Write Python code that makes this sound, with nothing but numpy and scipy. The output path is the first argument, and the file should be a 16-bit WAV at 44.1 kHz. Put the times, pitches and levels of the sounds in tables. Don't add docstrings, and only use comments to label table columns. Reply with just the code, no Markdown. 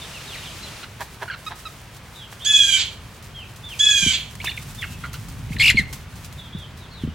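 import sys
import numpy as np
from scipy import signal
from scipy.fft import rfft, irfft
from scipy.io import wavfile
from scipy.ndimage import map_coordinates

SR = 44100
rng = np.random.default_rng(int(sys.argv[2]) if len(sys.argv) > 2 else 0)


def unload_audio(sound):
    columns = np.transpose(np.atleast_2d(sound))
    steps = np.round(np.clip(columns, -1, 1) * 32767)
    wavfile.write(sys.argv[1], SR, steps.astype(np.int16))


N = 314874
TIME = np.arange(N) / SR
BIN_HZ = np.arange(N // 2 + 1) * SR / N


def from_db(db):
    return 10 ** (np.asarray(db) / 20)


def rms_one(x):
    return x / np.sqrt(np.mean(x ** 2) + 1e-20)


def in_time(curve):
    times_s, values = np.transpose(curve)
    return np.interp(TIME, times_s, values)


def at_hz(spectrum, hz):
    knots_hz, db = np.transpose(spectrum)
    return from_db(np.interp(np.log(hz + 1e-3), np.log(knots_hz), db))


def span(start_s, end_s, fade_s):
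    t = np.arange(int(start_s * SR), int(end_s * SR)) / SR
    edge_s = np.minimum(t - t[0], t[-1] - t)
    return t, np.sin(np.pi / 2 * np.clip(edge_s / fade_s, 0, 1)) ** 2


def add(out, t, sound):
    i = max(0, round(t[0] * SR))
    out[..., i:i + sound.shape[-1]] += sound[..., :max(0, N - i)]


def step(age, width_s):
    return .5 + .5 * np.tanh(age / width_s)


def bow(turn, size):
    return ((np.linspace(0, 1, size) - turn) / max(turn, 1 - turn)) ** 2


def drift(rate_hz, size):
    knots = rng.standard_normal(int(size * rate_hz / SR) + 4)
    return map_coordinates(knots, [1 + np.arange(size) * rate_hz / SR], order=3, mode="nearest")


def cycle(hz):
    return 2 * np.pi * np.cumsum(hz) / SR


def coloured(x, spectrum):
    hz = BIN_HZ + 1e-3
    low_hz, high_hz = spectrum[0][0] / 2, spectrum[-1][0] * 2
    skirts = 1 / np.sqrt((1 + (low_hz / hz) ** 8) * (1 + (hz / high_hz) ** 8))
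    return rms_one(irfft(rfft(x) * at_hz(spectrum, hz) * skirts, N))


def spread(pair):
    # (frequency [Hz], correlation [0-1])
    likeness = [(40, 1), (150, 0.94), (1500, 0.81), (3000, 0.65), (6000, 0.58), (14000, 0.11)]
    alike = np.interp(BIN_HZ, *np.transpose(likeness))
    mid, side = rfft(pair)
    return irfft(np.sqrt(1 + alike) * mid + np.sqrt(1 - alike) * side * [[1], [-1]], N)


def noise(spectrum):
    return coloured(spread(rng.standard_normal((2, N))), spectrum)


def place(x, pan_db, lag_s):
    return np.array([np.interp(TIME - lag_s, TIME, x), x]) * from_db([[pan_db / 2], [-pan_db / 2]])


def yard(x, tail_db, t60_s=.39, dull_hz=6000, near_db=-5, near_s=.0052, echo_db=-15):
    age = np.arange(SR // 2) / SR
    mid, side = rng.standard_normal((2, len(age)))
    tail = (mid + .44 * side * [[1], [-1]]) * from_db(-60 * age / t60_s) * (age > .008)
    tail = signal.sosfilt(signal.butter(1, dull_hz, fs=SR, output="sos"), tail)
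    near = rng.standard_normal((2, len(age))) * np.exp(-age / near_s)
    near = signal.sosfilt(signal.butter(4, 3800, "high", fs=SR, output="sos"), near)
    response = tail * from_db(tail_db) / np.linalg.norm(tail[0])
    response += near * from_db(near_db) / np.linalg.norm(near[0])
    for delay_s, share in ((.0031, .22), (.0125, 1), (.021, .5)):
        response[:, int(delay_s * SR)] += share * from_db(echo_db)
    return x + signal.fftconvolve(x, response, axes=1)[:, :N]


def air(level_db=-46):
    # (frequency [Hz], density [dB])
    spectrum = [(160, -7), (280, -8), (349, -2), (399, -4), (589, -4.5), (772, -5), (979, -4), (2940, -8.5),
                (5130, -17), (14900, -33.5), (15900, -20)]
    return from_db(level_db) * noise(spectrum)


def rumble(boost_db=3):
    # (frequency [Hz], density [dB])
    spectrum = [(13, -43), (22, -17), (48, -2.5), (102, 1), (135, -1), (297, -18), (336, -43), (420, -25.5),
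                (550, -45), (920, -120)]
    # (time [s], level before boost [dB])
    envelope = [(0, -46.5), (.45, -44), (1.5, -48), (2.3, -47), (3.1, -44), (3.6, -45.5), (5.2, -38),
                (5.72, -33), (6.05, -42), (7.14, -43.5)]
    return from_db(in_time(envelope) + boost_db) * noise(spectrum)


def hiss():
    # (frequency [Hz], density [dB])
    spectrum = [(290, -6.5), (500, -8.5), (1900, -6.5), (2130, -7), (2420, -4.5), (3850, -7), (8800, -14.5),
                (15900, -25)]
    # (time [s], level [dB])
    envelope = [(0, -39.5), (.4, -38.5), (.82, -40), (.87, -50), (1.4, -76), (2, -81)]
    return from_db(in_time(envelope)) * noise(spectrum)


def thumps(scuff_gain=.043, scuff_s=.069):
    # (time [s], level [dB])
    blows = [(4.023, -24.5), (4.059, -15.5), (5.502, -20.5), (5.553, -23.5), (5.74, -14), (5.791, -16.5),
             (6.545, -23.5), (7.032, -14), (7.071, -17)]
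    # (nominal frequency [Hz], level [dB], t60 [s])
    modes = [(84.7, -7, 0.24), (152.3, 2, 0.069), (215, 1, 0.062), (297, -14, 0.034)]
    out = np.zeros((2, N))
    for start_s, level_db in blows:
        t, gate = span(start_s + .00414, start_s + .15, fade_s=.0036)
        age = t - t[0]
        body = 0
        for hz, mode_db, t60_s in modes:
            phase = 2 * np.pi * hz * age * rng.uniform(.735, 1.105) + rng.normal(0, .24, (2, 1))
            body += from_db(mode_db - 60 * age / t60_s) * np.sin(phase)
        scuff = scuff_gain * drift(934, len(t)) * np.exp(-age / scuff_s)
        add(out, t, gate * from_db(level_db) * (body + scuff))
    return out


def litter(snaps_per_s=120, clumps_per_s=28, clump_db=3, tick_db=5):
    # (frequency [Hz], density [dB])
    straw = [(500, -7.5), (1200, -2), (2500, -1), (6000, -0.5), (9000, -2), (13000, -5.5), (16000, -5.5)]
    # (time [s], level [dB])
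    scratching = [(.9, -52), (1.6, -49.5), (2.05, -51), (3.1, -53), (4.25, -49.5), (4.65, -42.5), (5, -48),
                  (5.8, -48.5), (6.55, -58), (7.14, -57.5)]
    # (time [s], level [dB], decay [s])
    pecks = [(1.007, -37.5, .02), (1.222, -49, 0.031), (1.556, -46, 0.013), (1.967, -42, 0.0056),
             (2.322, -45.5, 0.009), (3.225, -46, 0.028), (3.56, -44, 0.023), (3.688, -44.5, 0.067),
             (4.353, -30, 0.0039), (4.445, -25.5, .009), (4.625, -36, 0.0057), (4.7485, -38, 0.012),
             (4.813, -40, 0.013), (5.131, -33, 0.014), (5.285, -38.5, 0.012), (5.928, -28.5, 0.015),
             (6.155, -47, 0.043), (6.246, -36, .011), (6.3252, -42, 0.012), (6.5843, -47, 0.011),
             (6.7735, -47, 0.019)]
    snaps = (rng.random(N) < snaps_per_s / SR) * rng.normal(0, 7, (2, N))
    rubbing = coloured(spread(rng.standard_normal((2, N)) + snaps), straw)
    envelope = from_db(in_time(scratching) + clump_db * drift(clumps_per_s, N))
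    ticks = np.zeros((2, N))
    for start_s, level_db, decay_s in pecks:
        t, gate = span(start_s - .002, start_s + .17, fade_s=.0046)
        age = t - t[0]
        add(envelope, t, gate * from_db(level_db) * np.exp(-age / decay_s))
        tick = rng.standard_normal((2, len(t))) * np.exp(-age / .0003)
        add(ticks, start_s + age, from_db(level_db + tick_db) * tick)
    tick_band = signal.butter(2, [1500, 12000], "band", fs=SR, output="sos")
    return rubbing * envelope + signal.sosfilt(tick_band, ticks)


def peeps(second_ratio=1.08, waver=.0086, blur=.28, flutter_db=3):
    # (time [s], length [s], pitch at turn [Hz], turn position [0-1],
    # downward bend [share], level [dB], second voice [relative dB])
    calls = [(0, 0.073, 3630, 0.02, 0.25, -39, -7), (0.124, 0.074, 2850, 0.13, 0.24, -42, -6),
             (0.263, 0.12, 3870, 0, 0.74, -38.5, -8), (0.316, 0.16, 3990, .2, 0.55, -43, -8),
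             (0.434, 0.083, 3550, 0.02, 0.43, -40.5, -7), (0.6, .1, 4100, 0.3, .42, -43, -14),
             (2.142, .135, 3670, 0, 0.3, -43, -4), (2.393, 0.13, 3370, 0.4, 0.4, -37.5, -2),
             (3.337, 0.12, 3265, 0.1, 0.34, -38, -24), (3.626, .135, 3570, 0.26, 0.47, -37.5, -16),
             (4.455, .057, 3590, 0.4, .02, -28, -11), (4.774, 0.083, 3580, 0.13, 0.36, -37.5, -16),
             (4.846, 0.137, 2620, .5, -.05, -49.5, -4), (4.947, .19, 3370, 0, 0.14, -52.5, -9),
             (6.369, 0.14, 3230, 0.88, -.16, -46.5, -3), (6.514, 0.15, 3467, 0.4, 0.15, -44.5, -4.5),
             (6.777, 0.095, 3940, 0.07, .22, -49.5, -17), (6.9, .16, 4150, 0, 0.41, -47.5, -2),
             (7.065, .06, 3140, 0.02, 0.19, -49, -12)]
    out = np.zeros(N)
    for start_s, length_s, turn_hz, turn, bend, level_db, second_db in calls:
        t, gate = span(start_s, start_s + length_s, fade_s=.022)
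        glide_hz = turn_hz * (1 - bend * bow(turn, len(t)))
        for ratio, voice_db in ((1, level_db), (second_ratio, level_db + second_db)):
            phase = cycle(ratio * glide_hz * (1 + waver * drift(154.4, len(t))))
            breathy = np.sin(phase) + blur * drift(405, len(t)) * np.cos(phase)
            add(out, t, gate * from_db(voice_db + flutter_db * drift(97.4, len(t))) * breathy)
    return out


def clucks(pulse_hz=180, unevenness=.28):
    # (peak time [s], half length [s], level [dB])
    calls = [(1.015, 0.011, -28), (1.229, 0.01, -27), (1.258, 0.0054, -42), (1.518, 0.011, -32.5),
             (2.328, 0.0015, -35.5), (4.445, 0.0027, -26.5)]
    # (frequency [Hz], width [Hz], level [dB])
    throat = [(350, 86, -2), (703, 190, 2), (943, 180, 6), (1675, 340, 1.5), (3330, 1200, -10.5)]
    pulse_count = np.floor(np.cumsum(pulse_hz * np.exp(unevenness * drift(300, N))) / SR)
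    source = np.diff(pulse_count, prepend=0) + .05 * rng.standard_normal(N)
    voice = 0
    for k, (hz, width_hz, db) in enumerate(throat):
        radius = np.exp(-np.pi * width_hz / SR)
        feedback = [1, -2 * radius * np.cos(2 * np.pi * hz / SR), radius ** 2]
        ring = (1 - radius ** 2) * signal.lfilter([1, 0, -1], feedback, source)
        voice += (-1) ** k * from_db(db) * ring
    envelope = sum(from_db(db) / (1 + np.abs((TIME - peak_s) / half_s) ** 3)
                   for peak_s, half_s, db in calls)
    return rms_one(voice) * envelope


def note(glide_hz, overtone_db, rough, jitter=.088, gravel=.99):
    # (frequency [Hz], gain [dB])
    throat = [(2000, -24), (2700, -3), (3800, -2), (5000, -16), (6500, -27), (10000, -37), (15000, -22)]
    rough = np.clip(rough, 0, 1)
    hz = glide_hz * (1 + jitter * rough * drift(1207, len(glide_hz)))
    phase = cycle(hz)
    overtones = sum(at_hz(throat, k * hz) * np.sin(k * phase) for k in range(2, 7))
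    husk = gravel * rough * drift(387, len(hz)) * (np.sin(phase) + np.sin(1.5 * phase))
    return np.sqrt(2) * (np.sin(phase) + husk + from_db(overtone_db) * overtones)


def pips():
    # (time [s], length [s], start pitch [Hz], fall [share], level [dB],
    # overtones [dB], roughness [capped at 1])
    calls = [(0.827, 0.022, 1490, 0.088, -40, 3, 0.73), (1.278, 0.017, 1523, 0.1, -33, -10, 0.28),
             (1.298, 0.02, 1696, .17, -28.5, -10.5, 0.2), (1.306, 0.05, 1468, 0.044, -36, -3, 0.63),
             (1.463, 0.027, 1267, 0, -32.5, 1.5, 0.12), (1.652, 0.03, 1335, .08, -35.5, -0.5, 0.13),
             (4.819, 0.035, 2400, 0.5, -30, -17, 0.7), (5.035, 0.03, 1394, 0, -34.5, -11, 0.63),
             (5.139, 0.023, 1437, 0, -44, 4, 1.1)]
    out = np.zeros(N)
    for start_s, length_s, start_hz, fall, level_db, overtone_db, rough in calls:
        t, gate = span(start_s, start_s + length_s, fade_s=.15 * length_s)
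        glide_hz = start_hz * (1 - fall * np.linspace(0, 1, len(t)))
        add(out, t, gate * from_db(level_db) * note(glide_hz, overtone_db, rough))
    return out


def twitters(top_hz=3040):
    # (time [s], length [s], lowest pitch [Hz], dip position [0-1], level [dB])
    calls = [(4.4, 0.021, 2230, 0.25, -35.5), (4.455, .011, 2550, 0.04, -28),
             (4.47, 0.018, 1740, 0.56, -26.5), (4.492, 0.012, 2750, 0.1, -27),
             (4.511, 0.011, 2290, .5, -29.5), (4.573, 0.0108, 2120, 0.8, -30.5),
             (5.487, 0.018, 2030, 0, -46), (5.518, .02, 2090, 0.38, -37.5), (5.563, 0.01, 1760, 0.75, -32)]
    out = np.zeros(N)
    for start_s, length_s, low_hz, dip, level_db in calls:
        t, gate = span(start_s, start_s + length_s, fade_s=.14 * length_s)
        glide_hz = low_hz + (top_hz - low_hz) * bow(dip, len(t))
        add(out, t, gate * from_db(level_db) * note(glide_hz, overtone_db=-16, rough=.29))
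    return out


def screeches(lead_s=.013, lead_hz=4200, lead_db=-15.5, warbles_per_s=50, warble_after_s=.025,
              swell_db=5, release_s=.008, jitter=.071, overtone_db=-9, half_db=-11, rasp_db=-15):
    # (time [s], length [s], pitch [Hz], sag [Hz], warble height [Hz],
    # nominal level [dB], roughness [0-1])
    calls = [(5.597, .106, 2175, 99.5, 718, -9, 0.67), (5.771, .019, 2190, 89, 2, -8, 0.1)]
    # (frequency [Hz], gain [dB])
    throat = [(1100, -6), (2500, -3), (3400, 6.5), (4300, 0.5), (5400, -10.5), (6400, -10.5), (7400, -4.5),
              (8400, -5.5), (9600, -15), (11500, -2.5), (15000, -25)]
    out = np.zeros(N)
    breath = coloured(rng.standard_normal(N), throat)
    for start_s, length_s, pitch_hz, sag_hz, warble_hz, level_db, roughness in calls:
        t, gate = span(start_s - lead_s, start_s + length_s + .05, fade_s=.003)
        age, size = t - start_s, len(t)
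        lead = step(-age, .0013)
        warble = np.abs(np.sin(np.pi * warbles_per_s * np.maximum(age - warble_after_s, 0)))
        warble *= step(length_s - age, .0016)
        held_hz = pitch_hz - sag_hz * (age / length_s) ** 2
        held_hz += warble_hz * warble * (1 + .056 * drift(118.8, size))
        hz = lead * lead_hz + (1 - lead) * held_hz
        rough = roughness * (1 - .5 * warble ** 2) + .29 * step(age - length_s, .0018)
        phase = cycle(hz * (1 + jitter * rough * drift(1200, size)))
        voice = (1 + .35 * rough * drift(673, size)) * np.sin(phase)
        voice += rough * from_db(rasp_db) * breath[:size] * (1 + np.cos(phase / 2))
        for k in range(2, 6):
            overtone = from_db(overtone_db + 2 * drift(222, size)) * at_hz(throat, k * hz)
            voice += np.sqrt(rough) * overtone * (2 / k) ** 1.6 * np.sin(k * phase)
            half_partial = from_db(half_db) * at_hz(throat, (k - .5) * hz) * drift(409, size)
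            voice += rough * half_partial * np.sin((k - .5) * phase)
        envelope = from_db(level_db + lead_db * lead + swell_db * (np.clip(age / length_s, 0, 1) - 1.5))
        envelope *= np.exp(-np.maximum(age - length_s, 0) / release_s)
        add(out, t, np.sqrt(2) * gate * envelope * voice)
    return out


def squeals(scoop=.15, sag=.14, jitter=.024, doubling_s=.062, fade_s=.074, release_s=.016,
            rasp_db=-28, flare_db=20, flare_s=.066, catch_db=-25, catch_s=.037,
            low_db=-17.5, doubled_db=-14, tired_db=-9.5, top_db=-23.5, odd_db=-3):
    # (time [s], length [s], top pitch [Hz], opening scoop [s], attack [s],
    # time to tire [s], level [dB])
    calls = [(2.442, .385, 856, .016, 0.018, 0.18, -13.5), (3.786, .373, 854.3, 0.01093, 0.016, 0.12, -13)]
    # (frequency [Hz], gain [dB])
    overtones = [(3900, 6), (4900, -4), (5800, 1), (6600, 7.5), (7400, 6.5), (8400, -8), (9500, -14),
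                 (11000, -4.5), (12500, -16.5), (15500, -31)]
    # (frequency [Hz], density [dB])
    rasp_spectrum = [(1200, -20), (2000, -14), (2400, -5), (3300, 7), (4300, -1.5), (5400, -17), (7000, -3),
                     (9000, -28), (15000, -40)]
    out = np.zeros(N)
    breath = coloured(rng.standard_normal(N), rasp_spectrum)
    for start_s, length_s, top_hz, scoop_s, attack_s, tiring_s, level_db in calls:
        t, gate = span(start_s, start_s + length_s + .03, fade_s=.01)
        age, left_s, size = t - t[0], start_s + length_s - t, len(t)
        spent = np.clip(age / length_s, 0, 1)
        rough = spent ** .94
        hz = top_hz * (1 - scoop * np.exp(-(age / scoop_s) ** 2)) * (1 - sag * spent ** 1.7)
        phase = cycle(hz * (1 + jitter * rough * drift(900, size) + .003 * drift(120.5, size)))
        doubling = .08 + .75 * step(age - doubling_s, .025)
        onset = step(age - .0028, .0028)
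        swell = step(age - attack_s, attack_s / 2)
        pressure = np.clip(left_s / fade_s, 0, 1)
        flare = np.exp(-np.maximum(left_s - release_s, 0) / flare_s)
        rasp = from_db(rasp_db + flare_db * flare) * step(left_s, release_s)
        rasp += from_db(catch_db) * np.exp(-age / catch_s) * onset
        voice = rasp * breath[np.round(t * SR).astype(int)] * (1 + np.cos(phase))
        strong = [from_db(low_db - 9 * spent), doubling * from_db(doubled_db),
                  from_db(tired_db * step(age - tiring_s, .015))]
        for k, gain in enumerate(strong, 2):
            waver_db = 2.5 * drift(45, size) - .4 * drift(114.8, size)
            fray = .15 * rough * (k - 1) * (drift(380, size) + 1j * drift(380, size))
            partial = np.real((1 + fray) * np.exp(1j * k * phase))
            voice += np.sqrt(2) * swell * pressure * gain * from_db(waver_db) * partial
        for k in range(5, 20):
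            blur = .27 * (drift(1100, size) + 1j * drift(1100, size))
            shake = from_db(2.64 * drift(74, size))
            gain = from_db(top_db) * at_hz(overtones, k * hz)
            if k % 2:
                gain *= doubling * from_db(odd_db)
            partial = np.real((shake + blur) * np.exp(1j * (k * phase + rng.uniform(0, 2 * np.pi))))
            voice += np.sqrt(2) * onset * pressure * gain * partial
        add(out, t, gate * from_db(level_db) * voice)
    return out


def scene():
    birds = yard(place(squeals(), pan_db=-4, lag_s=2.8e-5), tail_db=-8.5)
    birds += yard(place(screeches(), pan_db=.5, lag_s=1e-5), tail_db=-20)
    birds += yard(place(pips() + twitters() + clucks(), pan_db=-2, lag_s=1e-5), tail_db=-17.5)
    birds += yard(place(peeps(), pan_db=-.5, lag_s=1e-5), tail_db=-9.5)
    ground = litter() * from_db([[-.5], [.5]]) + thumps()
    return birds + ground + rumble() + air() + hiss()


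def record(dry):
    rounded = dry / (1 + (dry / .95) ** 4) ** .25
    return signal.sosfilt(signal.ellip(10, .1, 80, 15900, fs=SR, output="sos"), rounded)


dry = scene()
out = record(dry)
unload_audio(out)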